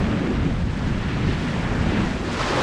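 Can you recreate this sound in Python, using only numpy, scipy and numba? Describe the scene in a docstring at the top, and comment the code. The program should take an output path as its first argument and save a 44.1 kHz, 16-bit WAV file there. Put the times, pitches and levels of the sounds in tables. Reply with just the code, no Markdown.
"""Standing in shallow sea water. From the start gusts of wind rumble on the microphone of a small camera
(filtered noise) while surf washes along the beach as a dense roar (coloured noise mixed with ringing bubbles).
Small crests splash from 0.3 s on (short noise bursts). After 2.2 s a wave breaks close by, splashing too: a
coarser mix of noise and bubbles, with big air pockets ringing low in it, as the wind dies down."""
import sys
import numpy as np
from scipy import signal
from scipy.fft import rfft, irfft, next_fast_len
from scipy.io import wavfile
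from scipy.ndimage import uniform_filter1d
from numba import njit

SR = 44100
rng = np.random.default_rng(int(sys.argv[2]) if len(sys.argv) > 2 else 0)


def put_to_file(sound):
    """Save the sound as 16-bit audio at rate SR, in the file named by the first command-line argument."""
    columns = np.atleast_2d(sound).T  # one column per channel
    safe = np.clip(columns, -1, 1)
    whole_steps = np.round(safe * 32767)
    wavfile.write(sys.argv[1], SR, whole_steps.astype(np.int16))


def natural_amplitude(level_db):
    """Convert a level in decibels to a linear amplitude factor, elementwise."""
    exponent = np.asarray(level_db, float) / 20
    return 10 ** exponent


N = 115542


def column(table, k):
    """One column of a table, interpolated over time to all samples."""
    rows = np.array(table, float)
    return np.interp(np.arange(N) / SR, rows[:, 0], rows[:, k])


def unit(x):
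    """Scale to rms 1."""
    return x / np.sqrt(np.mean(x ** 2))


def walk(rate_hz):
    """Random levels held 1 / rate_hz s and slewed twice, without slow drift; rms 1."""
    hold = int(SR / rate_hz)
    steps = np.repeat(rng.standard_normal(N // hold + 1), hold)
    slewed = uniform_filter1d(uniform_filter1d(steps, hold), hold)[:N]
    return unit(slewed - uniform_filter1d(slewed, 2 * hold))


def even(x):
    """Level control: divides a sound by part of its short-term envelope, so it stays steadier; rms 1."""
    window, share = int(.06 * SR), .6
    power = uniform_filter1d(uniform_filter1d(x ** 2, window), window)
    return unit(x / (power + 1e-12) ** (share / 2))


@njit
def svf(x, hz, damping):
    """State-variable filter with a moving centre: low, band and high outputs."""
    y, band_state, low_state = np.empty((3, len(x))), 0., 0.
    for i in range(len(x)):
        g = np.tan(np.pi * hz[i] / SR)
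        band = (band_state + g * (x[i] - low_state)) / (1 + g * (g + damping))
        low = low_state + g * band
        band_state, low_state = 2 * band - band_state, 2 * low - low_state
        y[0, i], y[1, i], y[2, i] = low, damping * band, x[i] - damping * band - low
    return y


@njit
def ring(start, hz, cycles, size, glide):
    """Each bubble is a sine that dies in a few cycles while its pitch climbs."""
    y = np.zeros(N)
    for j in range(len(start)):
        decay = cycles[j] * SR / hz[j]  # samples to fall to 1/e
        turn = np.exp(2j * np.pi * hz[j] / SR - 1 / decay)
        climb = np.exp(2j * np.pi * hz[j] / SR * glide / decay)  # pitch rises by share glide per decay
        z = size[j] + 0j
        for i in range(start[j], min(N, start[j] + int(4 * decay))):
            z, turn = z * turn, turn * climb
            y[i] += z.imag
    return y


def bubbles(spread_db, cycles):
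    """A dense cloud of bubbles of all sizes, about even in energy per Hz."""
    per_s = 5000
    when, pitch, strength, damping = rng.random((int(per_s * N / SR), 4)).T
    hz = 250 * 52 ** pitch  # 250 to 13000 Hz
    size = natural_amplitude(-spread_db * np.log(1 - .98 * strength)) * hz / 1000
    return unit(ring((when * N).astype(np.int64), hz, cycles * (.5 + damping), size, 0.079))


def water(colour, bubble_share, spread_db, cycles, swell_db, flicker_db, low_db, high_db, foam_db):
    """Coloured noise and bubbles in overlapping bands; neighbours swell together and each band flickers alone."""
    roar_hz, hiss_hz = 840, 3500
    foam_hz, foam_octaves = 3100, .45
    band_octaves = .4
    rows, size = np.array(colour, float), next_fast_len(N)
    octave = np.log2(np.arange(size // 2 + 1) * SR / size + 1)
    shape = natural_amplitude(np.interp(octave, np.log2(rows[:, 0]), rows[:, 1]))
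    shape = shape / np.sqrt(np.mean(shape ** 2))

    grains = rfft(bubbles(spread_db, cycles), size)
    grains = grains / np.sqrt(uniform_filter1d(abs(grains) ** 2, 801) / N)  # flatten the spectrum
    noise = rfft(rng.standard_normal(N), size)
    full = (np.sqrt(1 - bubble_share) * noise + np.sqrt(bubble_share) * grains) * shape

    swells = [walk(38) for _ in range(7)]  # one every three bands, blended between
    out = np.zeros(N)
    for k, hz in enumerate(100 * 2 ** np.arange(0, 7.6, band_octaves)):
        distance = np.clip((octave - np.log2(hz)) / band_octaves, -1, 1)
        band = irfft(full * np.cos(np.pi / 2 * distance) ** 2, size)[:N]
        swell = sum(max(0, 1 - abs(k / 3 - j)) * s for j, s in enumerate(swells))
        tilt_db = low_db / (1 + (hz / roar_hz) ** 4) + high_db / (1 + (hiss_hz / hz) ** 4)
        hump_db = foam_db * np.exp(-(np.log2(hz / foam_hz) / foam_octaves) ** 2)
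        out += band * natural_amplitude(swell_db * swell + flicker_db * walk(40.08) + tilt_db + hump_db)
    return out


def wind():
    """Eddies at the port: a rumble whose edges move with each gust, over a slower deep thud."""
    # gusts: start_s, level_db, rumble_upper_edge_hz (nominal), deep_rel_db (before offset), rumble_lower_edge_hz
    gusts = [(0, -19.5, 242, -1.5, 85), (.1, -24, 274, -3, 101), (.2, -22, 278, -7, 152),
             (.3, -22, 304, -5, 130), (.38, -24, 244, 4, 85.5), (.47, -20.5, 293, -3, 96),
             (.53, -23.5, 205, 3, 74.6), (.62, -22.5, 198, -0.5, 79), (.7, -23, 212, 3, 85),
             (.77, -27, 237, -2, 90), (.87, -23, 234, 1, 85.4), (1.0, -27, 258, 3.5, 90),
             (1.1, -25, 265, -4, 119), (1.18, -21.5, 246, -6, 100), (1.3, -22, 322, 3, 90.5),
             (1.37, -25, 223, -1, 90), (1.5, -23.5, 259, -5.5, 103), (1.7, -25, 234, -1.5, 93.5),
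             (1.83, -21.5, 227, 0.5, 80), (1.9, -20.5, 266, -3, 95), (1.97, -19.5, 280, -8, 110),
             (2.06, -21, 253, 0.5, 120), (2.1, -25, 215, -1.5, 110), (2.25, -26.5, 302, -6, 151),
             (2.42, -31.5, 219, 4.5, 91), (2.62, -39.5, 260, 10.5, 91)]
    deep_hz, deep_offset_db = 57.4, -0.5
    edge_wander_db = .3
    edge = np.clip(column(gusts, 2) * natural_amplitude(edge_wander_db * walk(7.95)), 80, 600)
    rumble = svf(rng.standard_normal(N), column(gusts, 4), 1.69)[2]
    rumble = svf(rumble, edge, 1.1)[0]
    rumble = svf(rumble, edge * 0.95, 1.09)[0]
    rumble = svf(rumble, edge * 1.5, 1.0)[0] / np.sqrt(edge)
    deep = svf(rng.standard_normal(N), np.full(N, deep_hz), 1.5)[1]
    deep = svf(deep, np.full(N, 140.), 0.88)[0]
    deep_gain = natural_amplitude(deep_offset_db + column(gusts, 3) + 0.3 * walk(13))
    mix = natural_amplitude(0.71 * walk(30.0)) * even(rumble) + deep_gain * even(deep)
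    return natural_amplitude(column(gusts, 1)) * mix


def wash():
    """Surf running along the shore, smooth with distance: mostly noise, few bubbles standing out."""
    # surf: start_s, level_db (before the tilts), low_roar_rel_db, hiss_rel_db, upper_mid_foam_rel_db
    surf = [(0, -31, 7.5, 1.5, -0.5), (.15, -32, 8, 1, 0.5), (.3, -33.5, 8.5, 2, 1.5),
            (.42, -33.5, 4, 1, 1.5), (.55, -37.5, 11, 6, 1), (.67, -39, 7.5, 6, 2.2),
            (.8, -33.5, 4.5, 3, -1.7), (.95, -34, 4, 3, 2), (1.13, -31.5, 1, 1, 2.8),
            (1.22, -33.5, 7, 3, 3.3), (1.31, -29.5, -3, 0.5, 2.5), (1.4, -31.5, 2, 5, 1.3),
            (1.55, -30.5, 4, 3, 0.2), (1.71, -30.5, 7.5, 1.5, -0.3), (1.8, -29.5, 3.5, 1.5, -2),
            (1.88, -29.5, 7, 2, 1.7), (1.96, -28, 4.5, 0, 1.7), (2.1, -31, 6, 4.5, -0.8),
            (2.22, -35.5, 9, 7, 0), (2.62, -30.5, 11.5, 9.5, 3)]
    # surf colour: frequency_hz, density_db (per Hz, relative)
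    surf_colour = [(150, -11), (300, -3.5), (450, -3), (700, -4.5), (1100, -4.5), (1700, -3.5),
                   (2500, -8.5), (4000, -17.5), (6000, -25), (8000, -30.5), (9000, -36.5), (10500, -43.5),
                   (12000, -51), (14200, -62), (14800, -74)]
    body = water(surf_colour, bubble_share=.24, spread_db=3.0, cycles=3.0, swell_db=.6, flicker_db=.6,
                 low_db=column(surf, 2), high_db=column(surf, 3), foam_db=column(surf, 4))
    return natural_amplitude(column(surf, 1)) * body


def splashes():
    """Splashes of small crests and, from 2.3 s, of the breaking wave: short bursts of broad-band spray."""
    # bursts of spray: start_s, level_db (before the envelope), centre_hz (of the band filters), fade_s
    bursts = [(.33, -60, 6500, 0.016), (.855, -39, 4500, 0.023), (1.08, -40, 3500, .01),
              (1.265, -42, 4960, 0.033), (1.4, -57, 5500, 0.016), (1.867, -46, 4500, 0.025),
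              (1.96, -44, 3000, 0.038), (2.325, -38, 2500, 0.016), (2.365, -33, 1800, .015),
              (2.4, -39, 5000, 0.02), (2.455, -43, 4500, .02), (2.495, -42, 5500, .02)]
    rise_s = .006
    out, age = np.zeros(N + SR), np.arange(SR // 4) / SR
    for start_s, level_db, centre_hz, fade_s in bursts:
        centre = np.full(len(age), 1. * centre_hz)
        spray = svf(rng.standard_normal(len(age)), centre, 0.72)[1]
        spray = svf(spray, centre, 0.72)[1]
        spray = unit(svf(spray, 0.87 * centre, 1.1)[0])
        envelope = (1 - np.exp(-age / rise_s)) * np.exp(-age / fade_s)
        out[int(start_s * SR):][:len(age)] += natural_amplitude(level_db) * envelope * spray
    return out[:N]


def air_pockets():
    """Big air pockets trapped by the falling wave: low damped sines, slightly smoothed."""
    # pockets: start_s, level_db (before smoothing), pitch_hz (at onset), decay_cycles
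    pockets = [(2.455, -21, 574, 10), (2.505, -18.5, 381, 6), (2.54, -18, 770, 5.4),
               (2.572, -16.5, 506, 10.5), (2.574, -21, 320, 3.7), (2.605, -23, 343, 5)]
    start_s, level_db, pitch_hz, cycles = np.array(pockets, float).T.copy()
    rings = ring((start_s * SR).astype(np.int64), pitch_hz, cycles, natural_amplitude(level_db), 0.038)
    return uniform_filter1d(rings, size=24)


def breaker():
    """The wave that curls and falls a few steps away, fuller as it collapses, with air pockets ringing in it."""
    # fall: start_s, level_db (before the tilts), low_roar_rel_db, hiss_rel_db, upper_mid_foam_rel_db
    fall = [(2.2, -43, 2, 1, -4), (2.28, -31.5, 0, -5, 1), (2.33, -29, -18, 0.5, 1),
            (2.37, -27, -2, -2, -2), (2.41, -24.5, -1, 1, 1.5), (2.45, -24.5, 1, -0.5, 0.5),
            (2.5, -25.5, 1, 2, 1.5), (2.55, -26, 8.5, -1.5, 1.5), (2.62, -26, 9, -1, 4)]
    # fall colour: frequency_hz, density_db (per Hz, relative)
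    fall_colour = [(150, -8), (350, -6.5), (600, -9.5), (1100, -3.5), (2000, -11), (3500, -16.5),
                   (5000, -19), (8000, -30), (9000, -36.5), (10500, -42), (12000, -54), (14200, -60),
                   (14800, -79)]
    fade_in_s = .05  # ends at the first row
    gate = np.clip((np.arange(N) / SR - fall[0][0]) / fade_in_s + 1, 0, 1)
    body = water(fall_colour, bubble_share=.35, spread_db=4.5, cycles=3.0, swell_db=1.0, flicker_db=.7,
                 low_db=column(fall, 2), high_db=column(fall, 3), foam_db=column(fall, 4))
    return air_pockets() + gate * natural_amplitude(column(fall, 1)) * body


def scene():
    """All sources at one microphone."""
    return (wind() + wash() + splashes() + breaker())[None]


def band_limit(x):
    """A steep low-pass at the top of the band."""
    return signal.sosfilt(signal.butter(12, 14880, fs=SR, output="sos"), x)


def record(dry):
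    """The camera rounds the strongest peaks (tanh) and sets the output level."""
    mix = np.tanh(1.012 * dry) / 1.202
    return band_limit(mix)


dry = scene()
out = record(dry)
put_to_file(out)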